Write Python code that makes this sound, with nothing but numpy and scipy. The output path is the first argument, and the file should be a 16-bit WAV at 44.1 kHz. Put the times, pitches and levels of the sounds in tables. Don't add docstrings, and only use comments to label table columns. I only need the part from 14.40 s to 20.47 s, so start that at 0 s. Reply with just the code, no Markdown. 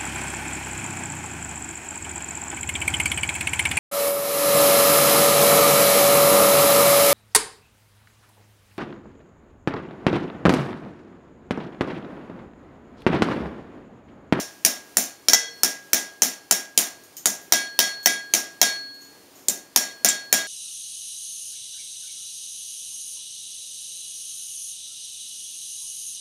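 import sys
import numpy as np
from scipy import signal
from scipy.fft import rfft, irfft
from scipy.io import wavfile
from scipy.ndimage import uniform_filter1d

SR = 44100
rng = np.random.default_rng(int(sys.argv[2]) if len(sys.argv) > 2 else 0)


def volts(x):
    e = np.asarray(x, float) / 20
    return 10 ** e


def wav_out(sig):
    wavfile.write(sys.argv[1], SR, np.round(np.clip(np.atleast_2d(sig).T, -1, 1) * 32767).astype(np.int16))


N = 267687
LEAD_S = .1
SLIP_S = .9333
REBOUND_S = .1
FIRM_RING_DB = -28

# t/s, crack peak level/dB, clang centre f/Hz, low ring level/dB, high ring level/dB
BLOWS = [(-.06, -1.5, 5660, -35.5, -49), (0.2494, -1, 5940, -34, -49), (0.5699, -2.5, 6700, -41, -46),
         (0.8847, -2.5, 5530, -26, -59.5), (SLIP_S, -2, 5750, -29.5, -28), (1.2334, -2, 5670, -29, -62),
         (1.532, -0.5, 6030, -28.5, -46), (1.82, -1.5, 6200, -35.5, -45), (2.1108, -1, 7160, -30, -56),
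         (2.3764, 0, 7180, -35.5, -44), (2.8573, -4.5, 6700, -36, -60), (3.1228, 1, 5620, -20.5, -27),
         (3.3904, 1, 5480, -22, -21.5), (3.6591, -0.5, 5750, -20, -31), (3.9376, -1, 6050, -29, -42.5),
         (4.2153, 2, 5750, -20.5, -17), (5.0842, -10, 7150, -41.5, -48), (5.3609, -0.5, 6500, -28.5, -33.5),
         (5.6468, 1.5, 5830, -23, -33), (5.687, -15.5, 7260, -26.5, -30), (5.9268, 2, 6500, -22.5, -31)]
# f/Hz, level/dB
CRACK = [(290, -48.5), (500, -21), (667, -8), (850, -16), (1220, -16), (1900, -12.5), (3300, -14),
         (4900, -11), (5500, -6), (7500, -6.5), (8150, -15.5), (9400, -7), (12200, -15), (13900, -7.5),
         (15600, -17)]
# f/Hz, T60/s
PORCH_T60 = [(150, 0.19), (600, 0.48), (1800, 0.42), (4800, 0.32), (9000, 0.28), (14000, 0.23)]


def unit(x):
    return x / np.sqrt(np.mean(x ** 2))


def colour(x, points):
    hz, db = np.transpose(points)
    f = np.fft.rfftfreq(4096, 1 / SR)
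    gain = volts(np.interp(np.log(f + 1), np.log(hz), db))
    cepstrum = irfft(np.log(gain))
    cepstrum[1:2048] *= 2
    cepstrum[2049:] = 0
    response = irfft(np.exp(rfft(cepstrum)))[:2048]
    return signal.fftconvolve(x, response)[:len(x)]


def reson(x, hz, width):
    return signal.lfilter(*signal.iirpeak(min(hz, .45 * SR), hz / width, SR), x)


def fade(t, t60):
    return np.exp(-np.log(1000) * t / t60)


def silence():
    return np.zeros(N + int(LEAD_S * SR))


def add(out, x, s):
    i = int(round((s + LEAD_S) * SR))
    out[i:i + len(x)] += x[:len(out) - i]


def modes(t, hz, db, t60, flutter_db):
    hz, db, t60 = (np.reshape(v, (-1, 1)) for v in (hz, db, t60))
    knots = rng.standard_normal((len(hz), 64))
    wobble = np.array([np.interp(t, np.arange(len(k)) * 0.0152, k) for k in knots])
    level = volts(db + flutter_db * wobble)
    return np.sum(level * fade(t, t60) * np.sin(2 * np.pi * hz * t), axis=0)


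def contacts():
    s, peak_db, clang_hz, low_db, _ = np.transpose(BLOWS)
    rebound = np.diff(s, prepend=-1) < REBOUND_S
    top_db = -2 - 0.51 * (low_db - FIRM_RING_DB) - 7 * rebound
    thud_db = -25.5 - 0.84 * peak_db - 22 * rebound
    clang_db = -8.5 - 0.8 * peak_db + 3.5 * rebound
    return s, peak_db, top_db, thud_db, clang_hz, clang_db, rebound


def hammer():
    # f/Hz, bandwidth/Hz, level/dB
    stump_modes = [(195, 30, 1), (250, 35, 3), (330, 45, 1), (450, 70, -3), (660, 70, 1), (830, 120, -7)]
    out, low, t = silence(), silence(), np.arange(4096) / SR
    for s, peak_db, top_db, thud_db, clang_hz, clang_db, rebound in zip(*contacts()):
        grit = rng.standard_normal((3, len(t)))
        crack = colour(grit[0] * fade(t, 0.0081), CRACK)
        crack = crack + (volts(top_db) - 1) * reson(crack, 10000, 8300)
        clang_t60 = 0.042 if rebound else 0.021
        clang = reson(grit[1] * fade(t, clang_t60), clang_hz, 450)
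        push = (1 + 0.31 * grit[2]) * fade(t, 0.0024)
        thud = np.zeros(len(t))
        for k, (hz, width, db) in enumerate(stump_modes):
            thud += (-1) ** k * volts(db) * reson(push, hz, width)
        crack_db = peak_db * (1 if rebound else .55)
        strike = crack / np.max(np.abs(crack)) + volts(clang_db) * clang / np.max(np.abs(clang))
        add(out, volts(crack_db) * strike, s)
        add(low, volts(peak_db + thud_db) * thud / np.max(np.abs(thud)), s)
    return out, low


def anvil():
    # level/dB, T60/s
    low_fades = [(2, 0.37), (-9, 1.06)]
    short_hz = [1997, 2276, 3302, 3706, 5600, 9655]
    short_t60 = [0.47, 0.46, 0.54, 0.34, 0.38, 0.3]
    short_firm_db = [-47, -56.5, -45.5, -44.5, -51, -54.5]
    short_per_ring = [0.93, 1.9, 0.93, 0.48, .3, 1.5]
    short_per_high = [-0.056, -0.04, 0.16, 0.19, -.1, .05]
    # f/Hz, level/dB, T60/s
    bar_modes = [(468, -38, .6), (1567, -30, .42), (1997, -23, .36), (3309, -28, .45), (5480, -27, .45),
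                 (5610, -27, .42), (5960, -25, .42), (6250, -30, .38), (6584, -33, .35)]
    low_hz, high_hz = 1637, 4339.5
    out, t = silence(), np.arange(SR) / SR
    settle = volts(-6 * np.clip((t - 0.16) * 100, 0, 1))
    stops = np.append(contacts()[0][1:], N / SR + 1)
    for (s, _, _, low_db, high_db), stop in zip(BLOWS, stops):
        low = sum(volts(db) * fade(t, t60) for db, t60 in low_fades) * (1 - np.exp(-t / 0.028))
        ring = volts(low_db) * low * np.sin(2 * np.pi * low_hz * t)

        swell_s = 0.059 * volts(0.65 * (high_db - FIRM_RING_DB)) * (2.5 if s == SLIP_S else 1)
        high = fade(t, 0.87) * (1 - np.exp(-t / max(swell_s, .002)))
        ring += volts(high_db) * high * np.sin(2 * np.pi * high_hz * t)

        short_db = np.array(short_firm_db) + np.array(short_per_ring) * (low_db - FIRM_RING_DB)
        short_db += np.array(short_per_high) * (high_db - 1.15 * FIRM_RING_DB)
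        at_blow_db = short_db + 60 * .075 / np.array(short_t60)
        short = modes(t, short_hz, at_blow_db, short_t60, flutter_db=5.0)
        ring += short * (1 - np.exp(-t / 0.01)) * settle
        choke = fade(np.clip(t - (stop - s), 0, None), 0.023)
        add(out, ring * choke, s)
    bar = modes(t, *np.transpose(bar_modes), flutter_db=3.5)
    add(out, bar * fade(np.clip(t - .3, 0, None), .03), SLIP_S)
    return out


def porch(x, tail_db):
    # t/s, level/dB
    reflections = [
        (.0022, -6),
        (.0052, -16),
        (.0105, -13),
        (.0118, -11),
        (.0131, -12),
        (.0147, -13),
        (.019, -16),
    ]
    t = np.arange(SR // 2) / SR
    hz, t60 = np.transpose(PORCH_T60)
    bands = 140 * 2 ** np.arange(0, 7, .5)
    near, diffuse = x
    noise, shape = [], []
    for f in bands:
        hiss = reson(rng.standard_normal(len(near) + len(t)), f, 0.21 * f)
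        noise.append(np.sqrt(f) * unit(hiss))
        shape.append(fade(t, np.interp(np.log(f), np.log(hz), t60)))
    noise, shape = np.array(noise), np.array(shape) * (1 - np.exp(-t / 0.004))
    shape = volts(tail_db) * shape / np.sqrt(np.sum(bands[:, None] * shape ** 2))
    echoes = np.zeros(2048)
    echoes[0] = 1
    for s, db in reflections:
        echoes[int(s * SR)] += volts(db)
    out = signal.fftconvolve(near + diffuse, echoes)[:len(near)]
    cuts = np.append(np.round((contacts()[0] + LEAD_S) * SR).astype(int), len(near))
    for a, b in zip(cuts[:-1], cuts[1:]):
        answer = np.sum(shape * noise[:, a:a + len(t)], axis=0)
        add(out, signal.fftconvolve(diffuse[a:b], answer), a / SR - LEAD_S)
    return out


def rattle(level_db, cluster_db):
    cluster_hz = [5520, 5605, 5690, 5955, 6250, 6590, 7375]
    cluster_share_db = [0, 2, 0, -2, -5, -5, -6]
    times, peak_db, top_db, _, clang_hz, clang_db, _ = contacts()
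    out = silence()
    start = np.round((times + LEAD_S) * SR).astype(int)
    room_hz, room_t60 = np.transpose(PORCH_T60)
    chatter = volts(unit(uniform_filter1d(rng.standard_normal(len(out)), size=90)))
    for f in 500 * 2 ** np.arange(0, 5.1, .25):
        peak = volts(clang_db + 11.5) / (1 + ((f - clang_hz) / 700) ** 2)
        band_db = peak_db + top_db * np.clip(np.log2(f / 6500), 0, 1)
        power = silence()
        power[start] = f * volts(2 * band_db) * (1 + peak ** 2)
        t60 = np.interp(np.log(f), np.log(room_hz), room_t60)
        power = signal.lfilter([1], [1, -fade(2 / SR, t60)], power)
        rise = 1 / (.009 * SR)
        power = signal.lfilter([rise], [1, rise - 1], power)
        noise = rng.standard_normal(len(power))
        band = unit(reson(reson(noise, f, 0.4 * f), f, 0.4 * f))
        out = out + np.sqrt(power) * chatter * band
    out = volts(level_db) * colour(out, CRACK)
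    t = np.arange(SR // 2) / SR
    count = len(cluster_hz)
    for s, db in zip(times, peak_db + cluster_db):
        hz = np.array(cluster_hz) * (1 + .005 * rng.standard_normal(count))
        share_db = db + np.array(cluster_share_db) + 3 * rng.standard_normal(count)
        add(out, modes(t, hz, share_db, 0.31, flutter_db=4) * (1 - np.exp(-t / 0.0049)), s)
    return out


def yard():
    # f/Hz, level/dB
    yard_spectrum = [(18, -99), (30, -17), (241, -17), (275, -12), (377, -13), (518, -17), (1490, -24.5),
                     (4500, -28), (4870, -25), (15100, -31.5), (16400, -31)]
    # t/s, level/dB
    motor_levels = [
        (4.35, -75),
        (4.48, -61),
        (4.8, -59),
        (5.05, -62),
        (5.5, -63),
        (5.8, -75),
    ]
    t = np.arange(N) / SR
    swell = unit(uniform_filter1d(rng.standard_normal(N), SR // 4))
    hiss = unit(colour(rng.standard_normal(N), yard_spectrum)) * volts(-51.5 + 1.23 * swell)
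    motor = unit(reson(rng.standard_normal(N), 275, 3))
    return hiss + motor * volts(np.interp(t, *np.transpose(motor_levels)))


def tongs():
    # t/s, duration/s, level/dB, centre f/Hz, grain rate/(1/s)
    slides = [
        (2.632, 0.02, -54.5, 9000, 900),
        (2.768, 0.022, -40, 7440, 1500),
        (3.015, 0.0057, -50, 13500, 900),
        (3.032, 0.0086, -55, 13500, 900),
        (3.628, 0.024, -47.5, 8000, 700),
        (4.54, .025, -60, 4500, 900),
        (4.607, 0.099, -58, 6700, 1500),
        (4.946, 0.19, -62, 6300, 1200),
    ]
    out = silence()
    t = np.arange(8192) / SR
    for s, length, db, hz, density in slides:
        chance = rng.random((2, len(t)))
        clicks = (chance[0] < density / SR) * (chance[1] - .5)
        grains = clicks * (t < length) * fade(t, 4 * length)
        body = .5 * reson(grains, hz, 0.41 * hz)
        body += 2.0 * reson(grains, 6800, 250) + 0.75 * reson(grains, 13100, 2500)
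        add(out, volts(db) * body / np.sqrt(np.sum(body ** 2) / (length * SR) + 1e-12), s)
    return out


def scene():
    crack, thud = hammer()
    forge = porch((volts(4.0) * crack, thud + tongs()), tail_db=0.5)
    forge += rattle(level_db=-58.0, cluster_db=-29.5) + anvil()
    return (forge[-N:] + yard())[None]


def low_pass(x):
    return signal.sosfilt(signal.butter(12, 16540, fs=SR, output="sos"), x)


def record(dry):
    x = signal.sosfilt(signal.butter(2, 110, "highpass", fs=SR, output="sos"), dry)
    x = signal.lfilter(*signal.iirnotch(7880, 24, SR), x)
    x = signal.sosfilt(signal.ellip(10, .2, 50, 15650, fs=SR, output="sos"), x)
    x = np.clip(x, -.97, .97)
    return low_pass(x - 0.027 * x ** 2)


dry = scene()
out = record(dry)
wav_out(out)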